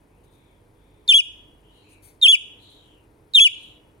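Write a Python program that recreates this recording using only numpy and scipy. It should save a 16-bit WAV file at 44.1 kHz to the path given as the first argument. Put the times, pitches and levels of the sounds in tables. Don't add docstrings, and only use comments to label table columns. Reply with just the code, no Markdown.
import sys
import numpy as np
from scipy import signal
from scipy.fft import rfft, irfft
from scipy.io import wavfile
from scipy.ndimage import uniform_filter1d

SR = 44100
rng = np.random.default_rng(int(sys.argv[2]) if len(sys.argv) > 2 else 0)


def store_pcm(level_fs):
    pcm = np.round(np.clip(level_fs, -1, 1) * 32767).astype(np.int16)
    wavfile.write(sys.argv[1], SR, np.atleast_2d(pcm).T)


def nominal_scale(level):
    x = np.asarray(level, float) / 20
    return 10 ** x


N = 176400

# start_s, length_s, pitch_hz, level_db,
# break_db (level step before the note; for the first of four, onset overshoot in %)
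CHIRP_NOTES = [(1.0777, .0275, 3549, -7.5, 21), (1.107, .028, 3068, -12.5, 3),
               (1.137, .044, 3339, -9.5, 1.5), (1.184, .0285, 2923, -12, -19),
               (2.2144, .027, 3622, -7.5, 1.5), (2.243, .030, 3130, -11, -0.5),
               (2.2766, .0455, 3366, -9.5, -17), (2.325, .035, 2961, -10, -22),
               (3.3365, .028, 3642, -7, 2.5), (3.367, .031, 3090, -11.5, -2), (3.4, .044, 3350, -9, -4),
               (3.446, .036, 2936, -10, -8)]
# frequency_hz, gain_db
PORT_GAIN = [(2300, -16.5), (2600, -6), (2900, -3), (3100, 0.3), (3400, 0.36), (7200, 3.5), (9000, -27),
             (12000, -59)]


def unit_rms(x):
    return x / np.sqrt(np.mean(x ** 2) + 1e-20)


def read(points, hz):
    f, v = np.transpose(points)
    return np.interp(np.log(hz + 1), np.log(f + 1), v)


def colour(x, gain):
    return irfft(rfft(x) * gain(np.fft.rfftfreq(N, 1 / SR)), N)


def ring(x, hz, width_hz):
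    turn = np.exp(2j * np.pi * np.cumsum(hz * np.ones(len(x))) / SR)
    r = np.exp(-np.pi * width_hz / SR)
    baseband = signal.lfilter([(1 - r) ** 2], [1, -2 * r, r * r], x / turn)
    return 2 * (turn * baseband).real


def drift(size):
    once = uniform_filter1d(rng.standard_normal(N), size)
    return unit_rms(uniform_filter1d(once, size))


def lag(x, time_s):
    step = 1 / (time_s * SR)
    return signal.lfilter([step], [1, step - 1], x)


def right_port(x):
    # frequency_hz, lag_rad
    port_lag = [(2350, 2.2), (2930, 3.57), (3250, 5.2), (3650, 5.42), (4100, 5.34), (5900, 11),
                (6700, 12.2), (10900, 20.1)]
    return colour(x, lambda hz: nominal_scale(read(PORT_GAIN, hz)) * np.exp(-1j * read(port_lag, hz)))


def floor():
    # frequency_hz, density_db (per Hz)
    hum_curve = [(12, -39), (20, -5.5), (102, -2), (209, -10.5), (312, -6.5), (380, -9), (416, -8.5),
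                 (447, -10), (1500, -24.5), (1950, -57), (3300, -120)]
    # frequency_hz, density_db (per Hz)
    hiss_curve = [(710, -30), (1200, -3.5), (2540, -8.5), (2750, -13), (3640, -15), (4900, -19),
                  (8250, -22), (10900, -22), (16200, -28)]
    # frequency_hz, width_hz, level_db
    fan_lines = [(45.954, 9.2, -67.5), (98, 6.3, -71.5), (303, 62, -74), (425, 27, -73.5), (479.6, 28, -76),
                 (933, 270, -80)]
    # frequency_hz, likeness (-1 to 1)
    coherence = [(60, 0.99), (180, 1), (550, 0.44), (1650, -0.02), (4970, 0.89), (15000, -0.72)]
    # frequency_hz, left_minus_right_db
    imbalance = [(60, -2.5), (150, -3), (380, -1.5), (950, 4.5), (2380, 4.0), (5980, -0.5), (11000, 15.5)]
    hum_db, hiss_db, split_hz = -57.5, -71.5, 1400

    def same(f):
        return np.clip(read(coherence, f), -1, 1)

    a, b = rng.standard_normal((2, N))
    partner = colour(a, same) + colour(b, lambda f: np.sqrt(1 - same(f) ** 2))
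    pair = np.array([a, partner])
    hum = colour(pair, lambda f: nominal_scale(read(hum_curve, f)) * (f < split_hz) * (f > 18))
    hiss = colour(pair, lambda f: nominal_scale(read(hiss_curve, f)) * (f >= split_hz))
    mix = nominal_scale(hum_db + 0.39 * drift(size=6000)) * unit_rms(hum)
    mix += nominal_scale(hiss_db) * unit_rms(hiss)
    for hz, width_hz, db in fan_lines:
        mix += nominal_scale(db) * unit_rms(ring(a, hz, width_hz))
    left = colour(mix[0], lambda f: nominal_scale(read(imbalance, f) / 2))
    right = colour(mix[1], lambda f: nominal_scale(-read(imbalance, f) / 2))
    return np.array([left, right])


def whine():
    # frequency_hz, width_hz, level_db
    whine_bands = [(8620, 130, -80.5), (9460, 150, -84.5), (10870, 500, -81), (14850, 150, -90)]
    ticks_per_s, first_tick_s = 30, .028
    place = (np.arange(N) / SR - first_tick_s) * ticks_per_s % 1
    gate = .3 + np.exp(-((place - .4) / 0.042) ** 2) + np.exp(-((place - .63) / .06) ** 2)
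    x = np.zeros(N)
    for hz, width_hz, db in whine_bands:
        pulse = gate if width_hz < 300 else .6 + .3 * gate
        x += nominal_scale(db) * pulse * unit_rms(ring(rng.standard_normal(N), hz, width_hz))
    return np.array([2 * x, 0 * x])


def room(x):
    # frequency_hz, t60_s
    decay = [(2000, .6), (3300, 0.63), (3900, .5), (6500, 0.6), (12000, 0.32)]
    # delay_s, level_db
    reflections = [(.0031, -22.5), (.0078, -29), (0.0135, -27.5), (.019, -28)]
    tail_db, tilt_db_per_octave, build_s, sway_rad = -23, 0.86, 0.015, 0.73
    taps = np.zeros((4, SR))
    at = np.arange(300, SR - 20, 20) + rng.integers(0, 20, (4, (SR - 301) // 20))
    np.put_along_axis(taps, at, rng.choice([-1., 1.], at.shape), 1)

    hz, t, z = signal.stft(taps, SR, nperseg=256)
    decay_db = -60 * t / read(decay, hz)[:, None]
    tilt_db = tilt_db_per_octave * np.log2(hz[:, None] / 3000 + .1)
    z *= np.tanh(t / build_s) * nominal_scale(decay_db + tilt_db)
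    tail = signal.istft(z, SR, nperseg=256)[1]
    tail *= nominal_scale(tail_db) / np.linalg.norm(tail[0])
    for delay_s, db in reflections:
        tail[0, round(delay_s * SR)] += nominal_scale(db)
        tail[1, round(delay_s * SR * 1.1)] += nominal_scale(db)

    wet = signal.fftconvolve(x[None], tail, axes=1)[:, :N]
    sway = sway_rad * drift(size=2500)
    wet = np.cos(sway) * wet[:2] + np.sin(sway) * wet[2:]
    right = colour(wet[1], lambda f: nominal_scale(np.minimum(read(PORT_GAIN, np.maximum(f, 3400)), 0)))
    return np.array([wet[0], right])


def strokes():
    # start_s, length_s, from_hz, to_hz, level_db
    rubs = [(.08, .25, 2250, 3200, -77.5), (.33, 0.34, 2380, 2300, -73.5), (0.227, 0.47, 3800, 3340, -72.5),
            (.74, 0.44, 3450, 3660, -75), (0.795, 0.44, 2376, 2261, -76.5),
            (1.628, 0.36, 3100, 2920, -63.5), (1.705, 0.33, 3990, 4250, -69), (1.832, .22, 2720, 2470, -61),
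            (2.035, .12, 2320, 2353, -66.5), (2.586, 0.33, 4050, 3710, -57), (2.59, 0.4, 3410, 3275, -59),
            (2.83, 0.26, 3230, 2720, -65.5), (3.501, 0.33, 4130, 3835, -63),
            (3.558, 0.23, 3380, 3000, -53.5)]
    width_hz, grit_db, sag, ease = 800, 0.5, 0.051, 0.83
    high_hz, high_db = 7046, -18
    out = np.zeros((2, N))
    grit = rng.standard_normal((2, N)) * nominal_scale(grit_db * drift(size=250))
    for start_s, length_s, from_hz, to_hz, db in rubs:
        i = round(start_s * SR)
        u = np.arange(0, 1, 1 / (length_s * SR))
        span = slice(i, i + len(u))
        press = np.sin(np.pi * u ** 0.64)
        hz = (from_hz + (to_hz - from_hz) * u) * (1 - sag * (1 - press))
        for port in range(2):
            grains = grit[port, span]
            band = unit_rms(ring(ring(grains, hz, width_hz), hz, width_hz))
            band += port * nominal_scale(high_db) * unit_rms(ring(grains, high_hz, 2 * width_hz))
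            out[port, span] += nominal_scale(db) * press ** ease * band
    return out * nominal_scale([[2.5], [-.5]])


def brushes():
    # start_s, length_s, level_db, dullness_db
    swishes = [
        (0.231, 0.056, -73, 0),
        (0.308, 0.12, -72.5, 1),
        (1.7, .2, -80.5, 4),
        (1.88, 0.12, -64.5, 6),
        (2.018, 0.11, -59, -1.5),
        (2.07, .13, -67, 3),
        (2.591, .11, -71.5, 3),
        (2.685, 0.13, -70.5, 1.5),
        (2.8, .2, -81.5, 6),
        (3.585, 0.17, -66.5, 7.5),
    ]
    # frequency_hz, density_db (per Hz)
    feather_curve = [(1800, -10), (4300, -4.5), (6200, -12), (7600, -3.5), (9300, 5), (12000, 4),
                     (14000, -13.5), (15500, -3.5)]
    # frequency_hz, width_hz, level_db
    barbs = [(9020, 860, -5.5), (12400, 400, -15), (6100, 700, -21)]
    t = np.arange(N) / SR
    level, sheen = np.zeros(N), np.zeros(N)
    for start_s, length_s, db, dull_db in swishes:
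        u = np.clip((t - start_s) / length_s, 0, 1)
        swell = nominal_scale(db) * abs(np.sin(np.pi * u ** .6)) ** 1.6
        level += swell
        sheen += swell * nominal_scale(-dull_db)

    noise = colour(rng.standard_normal(N), lambda f: nominal_scale(read(feather_curve, f)) * (f > 1500))
    x = nominal_scale(1.4 * drift(size=500)) * unit_rms(noise)
    for hz, width_hz, db in barbs:
        x += nominal_scale(db + 4.4 * drift(size=900)) * unit_rms(ring(rng.standard_normal(N), hz, width_hz))
    top = colour(x, lambda f: 1 / (1 + (10800 / (f + 1)) ** 16))
    x = level * (x - top) + sheen * top
    return np.array([1.9 * x, 1.7 * right_port(x)])


def beak():
    click_s = [.813, 1.0644, 2.199, 2.92, 3.3215]
    # level_db, one for each tick
    click_db = [-64, -51, -52, -59, -55]
    pop_hz, pop_db, puff_db = 2300, -38, -46
    clicks = np.zeros(N)
    clicks[np.round(np.array(click_s) * SR).astype(int)] = nominal_scale(click_db)
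    pop = np.zeros(N)
    pop[[round(note[0] * SR) + 40 for note in CHIRP_NOTES[::4]]] = nominal_scale(pop_db) * 20
    breath = unit_rms(ring(rng.standard_normal(N), 7500, 7000))
    puff = nominal_scale(puff_db) * breath * np.convolve(pop > 0, np.hanning(220))[40:N + 40]
    return puff + ring(pop, pop_hz, 500) + 2.5 * ring(clicks, 4200, 2000) + 2.5 * ring(clicks, 10500, 4000)


def whistle_course():
    # share of the note (0-1), pitch ratio, level_db
    hook = [(0, 1.1, -26), (.06, 1.07, -22), (.16, 1.035, -22.5), (.33, 1.015, -14), (.52, 1.005, -3),
            (.75, 1.001, -1.5), (.93, 0.98, -3), (1, .96, -5)]
    step = [(0, 1.05, 0.5), (.3, 1.015, 0.5), (.52, .975, 2), (.63, .945, 4), (.75, .85, 2), (1, 0.8, -1.5)]
    flat = [(0, .98, -2), (.09, .97, -2.5), (.16, .99, 0.5), (.6, 1.002, -1.05), (.92, 1.008, -2.5),
            (1, 1.036, -4)]
    fall = [(0, 1.03, -4.5), (.2, 1.005, -0.5), (.52, .99, 0.5), (.66, .92, -1.5), (.8, .83, -5),
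            (.9, .79, -11), (1, 0.77, -21)]
    # start_bend_%, end_bend_%, end_swell_db, brightness_db
    accents = [(-1.5, 0.2, 0, 1), (0.06, -2, -3.5, 2.5), (-6, -1.05, 0.2, -1), (-1, 5, -4, 2),
               (1, 0.25, -.5, -2), (-0.03, 1.5, .5, -6), (-5, -0.3, 0, .5), (0.4, 0.03, 1, -3.5),
               (2.5, 0.3, .8, -1), (1, 2.5, 1.5, -3.5), (0.75, 0.52, -.5, 2), (1.5, 0, 1.5, -2.5)]
    onset_share, scoop_dull_db = 0.085, -11
    knots = []  # time_s, pitch_hz, level_db, brightness_db
    for i, (note, accent) in enumerate(zip(CHIRP_NOTES, accents)):
        start_s, length_s, pitch_hz, note_db, break_db = note
        bend_in, bend_out, swell_db, bright_db = accent
        place = i % 4
        first, held, last = place == 0, place == 2, place == 3
        points = []
        for u, ratio, rel_db in (hook, step, flat, fall)[place]:
            early = (u < .12) if held else (1 - u) ** 2
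            ratio = ratio + (bend_in * early + bend_out * u ** 2) / 100
            points.append((u, ratio, rel_db + swell_db * u ** 2))

        entry_hz = pitch_hz * points[0][1]
        if first:
            knots.append((start_s - .0008, entry_hz * (1 + break_db / 100), -120, bright_db))
        else:
            end_s, end_hz, end_db, _ = knots[-1]
            knots.append(((end_s + start_s) / 2, (end_hz + entry_hz) / 2, end_db + break_db, bright_db))
        for u, ratio, rel_db in points:
            overshoot = first * break_db / 100 * np.exp(-(u / onset_share) ** 2)
            dull_db = scoop_dull_db * held * (u < .12)
            knots.append((start_s + u * length_s, pitch_hz * ratio * (1 + overshoot),
                          note_db + rel_db, bright_db + dull_db))
        if last:
            knots.append((start_s + length_s + .004, knots[-1][1], -120, bright_db))
    return np.array(sorted(knots)).T


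def chirps():
    harmonics_db = [0, -23, -23.5, -35, -43]
    # frequency_hz, gain_db
    throat = [(4400, 0.5), (5300, 6), (6100, -10), (6800, 2), (7600, -5), (9300, 9), (11500, -3),
              (14500, -2)]
    # frequency_hz, density_db (per Hz)
    haze_curve = [(900, -19), (3300, -13), (4500, -1), (6000, -3), (8500, 1.5), (11600, -6), (12800, -20),
                  (15000, -3)]
    haze_db, haze_patch_db, flutter_db, wobble = -31, 4, .35, .004
    soft_bright, squeezed_hz = .5, 3750
    knot_s, knot_hz, knot_db, knot_bright_db = whistle_course()
    t = np.arange(N) / SR
    hz = np.interp(t, knot_s, knot_hz) * (1 + wobble * drift(size=50))
    phase = 2 * np.pi * np.cumsum(hz) / SR
    level_db = np.interp(t, knot_s, knot_db)
    bright_db = np.interp(t, knot_s, knot_bright_db)
    squeeze = np.clip((hz - squeezed_hz) / 200, 0, 1)
    soft_db = soft_bright * np.clip(-14.5 - level_db, 0, 20) * squeeze

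    tone = np.zeros(N)
    for k, harmonic_db in enumerate(harmonics_db, 1):
        octave_db = (k == 2) * (soft_db + bright_db)
        gain_db = harmonic_db + octave_db + read(throat, k * hz) + flutter_db * k * drift(size=60)
        tone += nominal_scale(gain_db) * np.sin(k * phase) * (k * hz < 19000)

    haze = np.zeros(N)
    for band in range(8):
        patch = nominal_scale(haze_patch_db * drift(size=400))
        haze += patch * colour(rng.standard_normal(N),
                              lambda f: (f // 2000 == band) * (f > 800) * nominal_scale(read(haze_curve, f)))
    return nominal_scale(level_db) * (np.sqrt(2) * tone + nominal_scale(haze_db + soft_db) * unit_rms(haze))


def scene():
    bird = chirps() + beak()
    loud = np.clip(uniform_filter1d(abs(bird), 800) * 10, 0, 1)
    pump_db = -11 * lag(loud, .05) + 8.5 * lag(loud, 0.56)
    direct = np.array([bird, right_port(bird)])
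    return direct + room(bird) + strokes() + brushes() + floor() * nominal_scale(pump_db) + whine()


def band_limit(x):
    return signal.sosfilt(signal.butter(12, 16470, fs=SR, output="sos"), x)


def record(dry):
    narrow = colour(dry, lambda f: f < 15850)
    return band_limit(narrow)


dry = scene()
out = record(dry)
store_pcm(out)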